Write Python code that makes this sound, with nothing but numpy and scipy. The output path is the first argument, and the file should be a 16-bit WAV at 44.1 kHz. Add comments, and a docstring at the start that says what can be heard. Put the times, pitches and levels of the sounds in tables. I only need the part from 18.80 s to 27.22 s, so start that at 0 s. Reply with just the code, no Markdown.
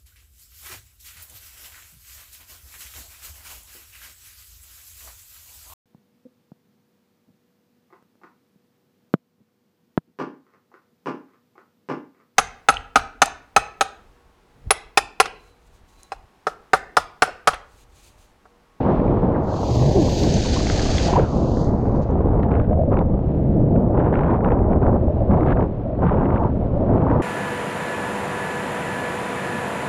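"""Windsurfer turning in chop

Heard from a body-worn microphone. Wind buffets the port, hoots in its cavity and tears into a crackle
in the gusts. A sheet of spray hisses past in the turn while a hollow dip glides through the rush.
Water washes along the board, drops tap, the rig clacks; a limiter holds the peaks."""
import sys
import numpy as np
from scipy import signal
from scipy.fft import rfft, irfft, next_fast_len
from scipy.io import wavfile
from scipy.ndimage import uniform_filter1d, minimum_filter1d

SR = 44100
rng = np.random.default_rng(int(sys.argv[2]) if len(sys.argv) > 2 else 0)


def wav_out(sig):
    """Save sig, one row per channel (or a flat mono array), as 16-bit PCM at SR to the path in sys.argv[1]."""
    wavfile.write(sys.argv[1], SR, np.round(np.clip(np.atleast_2d(sig).T, -1, 1) * 32767).astype(np.int16))


N = 371322
TIME = np.arange(N) / SR
AGE_S = TIME[:SR // 50]  # time within one impact

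# water along the board: t/s, level/dB
WASH_LEVEL = [(0, -41.5), (.6, -51.5), (1, -60), (3.3, -53.5), (4.0, -59.5), (4.6, -54.5), (5.6, -64.5),
              (6.4, -53.5), (7.4, -57), (8.42, -50.5)]
# its spectrum: f/Hz, density/dB
WASH_SPECTRUM = [(500, -8), (1200, 6.5), (2000, -3), (3000, -10), (4200, -18.5), (6000, -30.5), (7500, -43),
                 (9000, -53.5), (15000, -59)]
# passing sheet of spray: t/s, level/dB
SHEET_LEVEL = [(0.6, -70), (0.72, -50.5), (0.94, -39.5), (1.18, -40), (1.38, -34.5), (2.27, -33),
               (2.43, -50.5), (2.83, -50.5), (2.95, -62.5), (3.3, -69)]
# coarse drops relative to the sheet: t/s, level/dB
COARSE_LEVEL = [(.7, -5), (1.1, -7.5), (2.3, -5), (2.7, -10.5)]
# mist ahead of the sheet: t/s, level/dB
MIST_LEVEL = [(.36, -102), (.6, -80), (.78, -75), (.95, -65), (1.15, -69), (1.42, -60), (1.56, -75),
              (1.8, -85), (2.27, -84), (2.4, -105)]
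# last spits of the sheet: t/s, length/s, level/dB
SPITS = [(3.153, 0.021, -70), (3.216, 0.016, -59)]
# fine drops: f/Hz, density/dB
HISS_SPECTRUM = [(1200, -40.5), (2400, -9), (3300, -6.5), (4000, -3), (4600, -1), (5600, -7), (6500, -3.5),
                 (7200, -10.5), (8200, -21.5), (10000, -35.5), (12000, -47), (15500, -49.5)]
# coarse drops: f/Hz, density/dB
COARSE_SPECTRUM = [(600, -6), (1000, -7), (1700, 1), (2400, -4), (3200, -4.5), (5000, -38.5), (9000, -61)]
# mist: f/Hz, density/dB
MIST_SPECTRUM = [(8000, -25), (11000, -8), (12200, 4), (13500, -5), (15500, -2.5), (17000, -24)]
# air and water popping on the port: t/s, relative peak/dB
POPS = [(0.1994, -35), (0.2795, -34), (2.354, -38), (2.368, -36), (2.381, -32), (2.394, -27), (2.407, -36),
        (2.432, -38), (3.598, -40), (3.633, -34), (3.7155, -31), (3.7385, -36), (3.7529, -32),
        (3.765, -36.5), (3.7985, -31.5), (3.931, -40), (4.131, -31), (4.140, -35), (4.1704, -27),
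        (4.9603, -36.5), (5.1754, -30), (5.2044, -38), (5.242, -38.5), (5.266, -41), (5.340, -30),
        (5.3545, -27), (5.374, -38), (5.3908, -26.5), (5.434, -26), (5.482, -39.5), (5.500, -33),
        (5.509, -30), (5.543, -37), (5.557, -37), (5.580, -39), (5.6072, -33), (5.6465, -25), (5.6594, -28),
        (5.679, -38), (5.6874, -30), (5.705, -29), (5.719, -28), (5.735, -40), (5.790, -39.5),
        (5.922, -36.5), (5.932, -33), (6.028, -32.5), (6.066, -32.5), (6.5093, -33.5), (6.5153, -33),
        (6.5322, -32), (6.541, -36), (6.5696, -40), (6.6075, -33), (6.633, -29), (6.6614, -35),
        (6.6829, -28.5), (6.7068, -33), (6.726, -27), (6.7707, -32), (6.777, -36), (6.8066, -33),
        (6.8256, -36.5), (6.84, -39), (7.2223, -33), (7.2372, -28), (7.253, -36), (7.270, -38),
        (7.2951, -28.5), (7.328, -35), (7.3739, -39), (7.3989, -34), (7.4455, -36), (7.456, -30),
        (7.466, -32), (7.505, -27), (7.560, -27.5), (7.570, -29), (7.578, -34), (7.637, -33),
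        (7.701, -45.5), (8.18, -33), (8.219, -37), (8.284, -31), (8.2995, -27), (8.313, -28)]
# drops on the housing: t/s, relative peak/dB
DROPS = [(1.5408, -20.5), (2.8444, -41), (3.18, -58), (3.2244, -55), (3.3094, -56)]

# rig rattles: t/s, length/s, level/dB
CLATTERS = [(2.375, 0.04, -47), (3.627, 0.03, -48.5), (3.71, 0.091, -52), (6.67, 0.08, -42.5),
            (7.518, 0.041, -42.5)]
# contacts of boom, lines and hands: t/s, relative peak/dB, ring f/Hz, ring amount/0-1
CLACKS = [(1.869, -23, 2190, 0.7), (1.8994, -18, 1850, 0.7), (1.994, -23, 1710, 0.8),
          (2.1822, -17.5, 3380, 0.93), (2.198, -26, 1600, .7), (2.329, -28, 4000, 0.9),
          (2.77, -34, 1510, 1), (3.631, -33, 1700, 0.93), (4.0188, -46, 2500, .2), (4.1902, -31, 2140, .7)]
# their crack: f/Hz, density/dB
CRACK_SPECTRUM = [(400, -9.5), (1200, 6), (2200, 3), (3600, -9.5), (4800, -20), (7000, -30.5)]
# hollow, gliding dip in the rush of wind and water: t/s, centre f/Hz, width/centre
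HOLLOW_BAND = [(.55, 2820, .21), (.9, 1550, 0.32), (1.1, 1290, 0.23), (1.55, 1120, 0.25), (2.2, 950, 0.2),
               (2.55, 1550, 0.27), (2.74, 2150, 0.31), (3.0, 3200, 0.25), (7.2, 520, 0.87)]
# depth of that dip: t/s, depth/0-1
HOLLOW_DEPTH = [(.55, 0), (1.08, 0.96), (2.32, 0.43), (2.45, 0.2), (2.66, 0.5), (2.76, 0.9), (3.3, 0),
                (7.262, 0.05), (7.274, 0.76), (7.303, 1), (7.314, 0.15)]

# grazing air rings the cavity: t/s, length/s, start f/Hz, end f/Hz, level/dB
HOOTS = [(0, 1.3, 604, 600.3, -36), (3.893, .23, 678, 544, -27), (4.905, 0.22, 630, 588.3, -32.5),
         (5.842, 0.3, 597.5, 609, -32.5), (6.212, 0.24, 575, 651, -29), (7.042, 0.12, 608, 623, -35.5),
         (7.729, 0.17, 621.8, 590, -33), (7.951, 0.15, 564, 620, -26.5)]
# whoops, low swells, short knocks: t/s, length/s, start f/Hz, end f/Hz, level/dB, roughness (max 1 used)
WHOOPS = [(.05, 0.12, 212, 170, -20, 1.2), (.12, 0.35, 43.6, 38, -21, 0.85),
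          (0.54, .028, 1850, 1510, -37.5, 0.8), (0.702, .022, 1500, 1580, -42, .7),
          (0.876, 0.3, 102.8, 158, -16, 0.5), (1.141, 0.094, 445.5, 255, -12, 0.5),
          (1.272, 0.022, 1150, 1170, -41, 0.93), (1.401, 0.069, 402, 301, -16, 1.14),
          (1.434, 0.02, 1010, 1050, -32, 1.1), (1.485, 0.12, 166.7, 189, -19, 0.98),
          (1.641, 0.036, 1050, 960, -32, 1.1), (1.76, 0.019, 1000, 970, -25.5, 0.9),
          (1.798, 0.011, 1130, 1090, -28, 0.7), (2.332, 0.014, 940, 1050, -18, 0.6),
          (2.352, 0.026, 790, 1120, -15, 0.75), (2.355, 0.07, 796, 657, -28, 0.9),
          (2.383, 0.0216, 537, 410, -11, 1.17), (2.404, .09, 1500, 1213, -38.5, 1),
          (2.464, 0.14, 1250, 958, -37, 0.8), (3.929, 0.0075, 1013, 940, -26, 0.5),
          (4.719, 0.28, 125, 190, -25, 1.12), (5.38, 0.167, 135.8, 164.6, -21.5, 1.1),
          (6.47, .14, 200.1, 172.2, -16, 1), (7.2, 0.087, 179, 150.5, -16.5, 1),
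          (7.224, 0.0496, 481, 403, -22.5, 0.9), (7.271, 0.037, 992, 1370, -32, .7),
          (7.303, 0.023, 1114, 595, -27, .9), (7.331, 0.034, 627, 397, -19.5, 0.98),
          (7.582, 0.069, 998, 612, -23, 0.75), (7.623, 0.036, 1308, 767, -28, 0.5)]
# dull thumps in the wind noise: t/s, peak/dB, f/Hz
THUMPS = [(.030, -21, 900), (.254, -15, 650), (3.099, -21, 484), (3.458, -11.5, 476), (3.497, -19, 412),
          (3.91, -13, 468), (3.973, -14, 592), (4.035, -14, 573), (4.125, -11, 495), (4.189, -16, 520),
          (4.956, -12, 506), (5.044, -13, 568), (5.176, -19, 620), (5.59, -14.5, 711), (6.282, -13.5, 581),
          (6.38, -19, 638), (6.49, -11, 554), (7.31, -13, 676), (7.321, -7, 404), (8.008, -16, 606),
          (8.036, -25, 635)]
# gusts on the port: t/s, length/s, added exposure/dB, crackle level/dB
GUSTS = [(0.035, 0.087, 5.5, -67), (2.248, 0.076, 6.5, -58), (2.346, 0.033, 7.5, -51),
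         (3.676, 0.21, 0.5, -51), (4.096, 0.11, 15.5, -55), (5.135, 0.15, 5, -42.5),
         (5.315, 0.24, 6, -41.5), (5.626, 0.11, 6, -48.5), (5.881, 0.07, 4.5, -54), (6.008, 0.15, 9, -55.5),
         (6.49, 0.144, 12.5, -57), (6.647, 0.078, 9.5, -40), (6.753, 0.064, 11.5, -57),
         (7.204, 0.13, 13.5, -40.5), (7.345, 0.11, 12, -47), (7.475, 0.2, 12.5, -58), (8.076, 0.22, 6, -54),
         (8.21, 0.25, 9, -49)]
# port in shelter: t/s, length/s, depth/dB
LULLS = [(0.167, 0.025, 2.5), (1.331, 0.04, 3.5), (1.599, 0.05, 4.5), (2.443, 0.077, 7), (3.224, 0.055, 5),
         (3.814, 0.054, 3), (4.232, 0.035, 0), (5.563, 0.025, 3), (6.313, .04, 3), (6.864, 0.29, 6),
         (7.27, 0.02, 0.5), (7.863, .06, 2.5)]
# wind strength at the body: t/s, level/dB
WIND_LEVEL = [(0, 0.5), (.45, 1), (.76, -7), (1.02, 0), (1.52, 2), (1.72, -2.5), (2.15, -3), (2.35, 0.5),
              (3.0, 0), (3.6, 0), (4.45, 0), (4.9, 4.5), (5.45, -0.5), (6.05, 2.5), (6.36, -3), (6.56, 1.5),
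              (7.25, -1), (7.5, -1), (7.9, -1.5), (8.15, 3), (8.42, 2)]
# how squarely the port faces the flow: t/s, exposure/dB
FACING = [(0, 2.5), (1.2, 1), (1.68, -4.5), (1.95, 1), (2.9, -2.5), (3.75, 0.5), (4.02, -16.5), (4.35, -6),
          (4.65, -15.5), (5.2, -1), (5.85, 1.5), (6.3, -8), (6.9, -3.5), (7.78, -9.5), (8.1, -1.5),
          (8.42, -1.5)]
# deep rumble: t/s, level/dB
RUMBLE_LEVEL = [(0, -27), (.3, -28), (.78, -29), (.96, -22.5), (1.5, -22.5), (2.15, -20), (2.5, -22.5),
                (2.7, -25), (3.7, -19), (5.2, -24.5), (5.9, -19), (6.5, -21.5), (7.1, -23), (8.42, -24)]
# largest eddies: f/Hz, density/dB
RUMBLE_SPECTRUM = [(10, -15.5), (22, 5), (40, 3), (75, 9), (100, 1.5), (125, -6), (180, -35.5),
                   (400, -87.5), (2000, -130)]
# low buffeting: f/Hz, density/dB
BUFFET_SPECTRUM = [(60, -36), (100, -3), (125, -4.5), (200, -6.5), (270, -9.5), (380, -16), (700, -43),
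                   (5000, -120)]
# midrange roar: f/Hz, density/dB
ROAR_SPECTRUM = [(150, -22.5), (280, 1), (350, 1), (500, 1.5), (680, -4.5), (850, -13), (1200, -46),
                 (2000, -61), (8000, -110)]
# flow breaking off the housing: f/Hz, density/dB
TEARING_SPECTRUM = [(300, -4), (550, 3), (750, 8.5), (950, 6), (1200, -2.5), (1500, -13.5), (2000, -24),
                    (3000, -46.5), (4000, -58.5), (8000, -100)]
# snaps at the port: f/Hz, density/dB
CRACKLE_SPECTRUM = [(600, -8.5), (1100, -1.5), (1500, 4.5), (2000, -8.5), (2800, -16.5), (3600, -25.5),
                    (4500, -42), (6000, -52.5), (10000, -90)]


def from_db(db):
    """Decibels to gain."""
    return 10 ** (np.asarray(db) / 20)


def unit_rms(x):
    """Scale to unit power."""
    return x / np.sqrt(np.mean(x ** 2) + 1e-20)


def curve(rows, at_s=TIME):
    """Interpolate (t/s, value) rows."""
    return np.interp(at_s, *np.transpose(rows))


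def swell(start_s, length_s, attack_s, release_s):
    """Trapezoid envelope; the release follows the length."""
    rise = np.clip((TIME - start_s) / attack_s, 0, 1)
    fall = np.clip(1 - (TIME - start_s - length_s) / release_s, 0, 1)
    return rise * fall


def lowpass(x, hz, order):
    """Butterworth low-pass."""
    return signal.sosfilt(signal.butter(order, hz, fs=SR, output="sos"), x)


def resonance(x, hz, width_hz):
    """Two-pole resonance, unity peak gain."""
    r = np.exp(-np.pi * width_hz / SR)
    feedback = [1, -2 * r * np.cos(2 * np.pi * hz / SR), r * r]
    return signal.lfilter(np.array([1, 0, -1]) * (1 - r * r) / 2, feedback, x)


def coloured(x, spectrum):
    """Impose a spectrum; rms 1."""
    hz, db = np.transpose(spectrum)
    size = next_fast_len(N)
    bins_hz = np.maximum(np.arange(size // 2 + 1) * SR / size, 1)
    gain = from_db(np.interp(np.log(bins_hz), np.log(hz), db)) * (bins_hz > 10)
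    return unit_rms(irfft(rfft(x, size) * gain, size)[:N])


def drift(rate_hz):
    """Slow random control, rms 1."""
    step, settle = 20, 4000
    r = np.exp(-2 * np.pi * rate_hz * step / SR)
    noise = rng.standard_normal(N // step + settle + 2)
    slow = signal.lfilter([1], [1, -2 * r, r * r], noise)[settle:]
    return np.interp(np.arange(N) / step, np.arange(len(slow)), unit_rms(slow))


def waver(width_hz, size):
    """Random complex envelope of a rough tone; unit power."""
    slow = lowpass(rng.standard_normal((2, size + SR // 4)), width_hz, order=2)[:, -size:]
    return unit_rms(slow).T @ [1, 1j] / np.sqrt(2)


def evened(x, window_s):
    """Hold the running rms at 1; quicker lumps remain."""
    return x / np.sqrt(uniform_filter1d(x ** 2, int(window_s * SR)) + 1e-9)


def turbulence(spectrum, lumps_db, window_s):
    """Lumpy pressure noise."""
    return evened(coloured(rng.standard_normal(N) * from_db(lumps_db), spectrum), window_s)


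def grains(per_s, spread_db):
    """Tiny random impacts, mostly small, a few large."""
    sizes = from_db(spread_db * np.minimum(rng.exponential(1, N), 4)) * rng.choice([-1, 1], N)
    return sizes * (rng.random(N) < per_s / SR)


def strikes(events, shapes):
    """Place each shape at its event's time and peak level."""
    out = np.zeros(N)
    for (start_s, peak_db, *_), shape in zip(events, shapes):
        at = int(start_s * SR)
        out[at:at + len(shape)] += from_db(peak_db) * shape / np.abs(shape).max()
    return out


def wash():
    """Chop fizzes dully along the board."""
    level_db = curve(WASH_LEVEL) + drift(20)
    return from_db(level_db) * coloured(grains(per_s=11000, spread_db=3), WASH_SPECTRUM)


def spray(coarse_lag_s=0.092):
    """A sheet of droplets: mist sizzles ahead, fine drops hiss, coarse ones patter behind."""
    sheet = from_db(curve(SHEET_LEVEL))
    coarse_db = curve(COARSE_LEVEL) + curve(SHEET_LEVEL, TIME - coarse_lag_s)
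    spits = sum(from_db(db) * swell(start_s, length_s, attack_s=0.004, release_s=0.016)
                for start_s, length_s, db in SPITS)
    airborne = swell(start_s=0.56, length_s=2.745, attack_s=0.08, release_s=0.02)
    flutter = from_db(0.7 * drift(31) + 0.9 * drift(200))
    hiss = (sheet + spits) * coloured(grains(per_s=9200, spread_db=2.5), HISS_SPECTRUM)
    coarse = from_db(coarse_db) * coloured(grains(per_s=8700, spread_db=3.5), COARSE_SPECTRUM)
    mist = from_db(curve(MIST_LEVEL)) * coloured(rng.standard_normal(N), MIST_SPECTRUM)
    return flutter * (airborne * (hiss + coarse) + mist)


def taps(tail_s=0.002, pop_gain_db=5, drop_gain_db=1.5):
    """Water slaps the port with a ragged tail; drops tick brightly on the housing."""
    impulse = signal.unit_impulse(len(AGE_S))
    tails = 0.34 * rng.standard_normal((len(POPS), len(AGE_S))) * np.exp(-AGE_S / tail_s)
    pops = resonance(lowpass(impulse + tails, hz=2450, order=5), hz=1320, width_hz=300)
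    tick = resonance(resonance(impulse, hz=6240, width_hz=240), hz=4700, width_hz=1700)
    ticks = [tick] * len(DROPS)
    return from_db(pop_gain_db) * strikes(POPS, pops) + from_db(drop_gain_db) * strikes(DROPS, ticks)


def clatters():
    """Boom and sailcloth rattle in three damped resonances."""
    envelope = sum(from_db(db) * np.sin(np.pi * np.clip((TIME - start_s) / length_s, 0, 1))
                   for start_s, length_s, db in CLATTERS)
    contacts = grains(per_s=770, spread_db=2)
    body = (resonance(contacts, hz=1640, width_hz=120)
            - 0.46 * resonance(contacts, hz=2010, width_hz=380)
            + 0.15 * resonance(contacts, hz=2960, width_hz=1000))
    return envelope * unit_rms(lowpass(body, hz=3600, order=4))


def clacks(crack_s=0.0022, ring_s=0.0016, gain_db=3):
    """Hard contacts on the rig: a dry crack and a very short ring."""
    noise = coloured(rng.standard_normal(N), CRACK_SPECTRUM)
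    cracks = noise[:len(CLACKS) * len(AGE_S)].reshape(len(CLACKS), -1) * np.exp(-AGE_S / crack_s)
    shapes = []
    for crack, (_, _, hz, amount) in zip(cracks, CLACKS):
        ring = np.sin(2 * np.pi * hz * AGE_S) * np.exp(-AGE_S / ring_s)
        shapes.append((1 - 0.5 * amount) * crack + amount * ring)
    return from_db(gain_db) * strikes(CLACKS, lowpass(shapes, hz=4400, order=6))


def hoot(width_hz=52, floor_db=-42.5):
    """Grazing air rings the port's cavity in fits; the pitch slides with the angle."""
    envelope = from_db(floor_db)
    glide = []
    for start_s, length_s, start_hz, end_hz, db in HOOTS:
        fit = from_db(db) * swell(start_s, length_s, attack_s=0.013, release_s=0.058)
        envelope = np.maximum(envelope, fit)
        glide += [(start_s, start_hz), (start_s + length_s, end_hz)]
    hz = curve(sorted(glide))
    cavity = (waver(width_hz, N) * np.exp(2j * np.pi * np.cumsum(hz) / SR)).real
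    return envelope * from_db(3.9 * drift(30)) * evened(cavity, window_s=0.05)


def crackle(gust_gain, bursts, calm_db=-65):
    """Bursts snap off the port in clusters of pops, faint between gusts."""
    snaps = grains(per_s=600, spread_db=1.5) * from_db(4 * bursts)
    envelope = (gust_gain + from_db(calm_db)) * from_db(1.2 * drift(20))
    return envelope * evened(coloured(snaps, CRACKLE_SPECTRUM), window_s=0.086)


def whoops():
    """Rough gliding whoops and low swells of wind, with short splashes or knocks."""
    out = np.zeros(N)
    for start_s, length_s, start_hz, end_hz, db, roughness in WHOOPS:
        progress = np.linspace(0, 1, int(length_s * SR))
        hz = start_hz + (end_hz - start_hz) * progress
        roughness = min(roughness, 1)
        wobble = np.sqrt(1 - roughness ** 2) + roughness * waver(0.1 * start_hz, len(hz))
        whoop = (wobble * np.exp(2j * np.pi * np.cumsum(hz) / SR)).real
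        envelope = np.tanh(3 * np.sin(np.pi * progress) ** 2)
        at = int(start_s * SR)
        out[at:at + len(hz)] += from_db(db) * envelope * whoop
    return out


def thumps(decay_s=0.0019):
    """Brief dull thumps, the loudest peaks of the wind noise; a cycle or two each."""
    rings = [np.sin(2 * np.pi * hz * AGE_S) * np.exp(-AGE_S / decay_s) for _, _, hz in THUMPS]
    return strikes(THUMPS, lowpass(rings, hz=1000, order=6))


def hollowed(rush):
    """A hollow dip glides down through the rush and back, and returns briefly in one gust."""
    hz, frame_s, frames = signal.stft(rush, SR, nperseg=1024)
    knot_s, centre_hz, width = np.transpose(HOLLOW_BAND)
    log_ratio = np.log((hz[:, None] + 1) / np.interp(frame_s, knot_s, centre_hz))
    offset = log_ratio / np.interp(frame_s, knot_s, width)
    gain = 1 - curve(HOLLOW_DEPTH, frame_s) * np.exp(-2 * offset ** 2)
    return signal.istft(frames * gain, SR)[1][:N]


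def gusts():
    """Gusts strike the port: added exposure/dB and crackle gain."""
    gust_db = crackle_gain = 0
    for start_s, length_s, added_db, crackle_db in GUSTS:
        envelope = swell(start_s, length_s, attack_s=0.018, release_s=0.044)
        gust_db = np.maximum(gust_db, envelope * added_db)
        crackle_gain = np.maximum(crackle_gain, envelope * from_db(crackle_db))
    return gust_db, crackle_gain


def shelter_db(edge_s=0.016):
    """Level lost while the port is sheltered."""
    return sum(db * swell(start_s, length_s, edge_s, edge_s) for start_s, length_s, db in LULLS)


def wind(gust_db, bursts):
    """Large eddies rumble; small ones ride on them in bursts and tear at the port."""
    strength_db = curve(WIND_LEVEL)
    exposure_db = curve(FACING) + gust_db
    unsteady_db = 0.8 * drift(14) - shelter_db()
    rumble_db = curve(RUMBLE_LEVEL) + unsteady_db + 1.4 * drift(28)
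    buffet_db = -21 + strength_db + 0.1 * gust_db + unsteady_db
    roar_db = -25 + 0.8 * strength_db + 0.33 * exposure_db + 1.1 * unsteady_db
    tearing_db = -32 + exposure_db + 1.2 * unsteady_db
    rumble = from_db(rumble_db) * turbulence(RUMBLE_SPECTRUM, lumps_db=0, window_s=0.1)
    buffet = from_db(buffet_db) * turbulence(BUFFET_SPECTRUM, lumps_db=bursts, window_s=0.098)
    roar = from_db(roar_db) * turbulence(ROAR_SPECTRUM, lumps_db=1.6 * bursts, window_s=0.066)
    # strong flow leaves the housing in separate puffs
    breakaway = np.clip((tearing_db + 48) / 14, 0.2, 1)
    puffs = grains(per_s=2600, spread_db=1) * from_db(1.9 * breakaway * bursts)
    tearing = from_db(tearing_db) * evened(coloured(puffs, TEARING_SPECTRUM), window_s=0.069)
    return rumble + buffet + roar + tearing


def scene():
    """Mono sum at the microphone."""
    gust_db, crackle_gain = gusts()
    bursts = drift(77)
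    rush = hollowed(wind(gust_db, bursts) + spray() + wash())
    port_air = crackle(crackle_gain, bursts) + hoot()
    return (rush + port_air + whoops() + clatters() + clacks() + thumps() + taps())[None]


def record(dry, ceiling=0.56, hold_s=0.0044, fade_s=0.008, cutoff_hz=15750):
    """Look-ahead limiter, end fades, steep low-pass."""
    span = int(hold_s * SR)
    gain = minimum_filter1d(np.minimum(1, ceiling / (np.abs(dry) + 1e-9)), span)
    gain = uniform_filter1d(uniform_filter1d(gain, span // 2), span // 2)
    fade = np.clip(np.minimum(TIME, TIME[-1] - TIME) / fade_s, 0, 1)
    top_cut = signal.ellip(10, 0.1, 80, cutoff_hz, fs=SR, output="sos")
    return signal.sosfilt(top_cut, dry * gain * fade)


dry = scene()
out = record(dry)
wav_out(out)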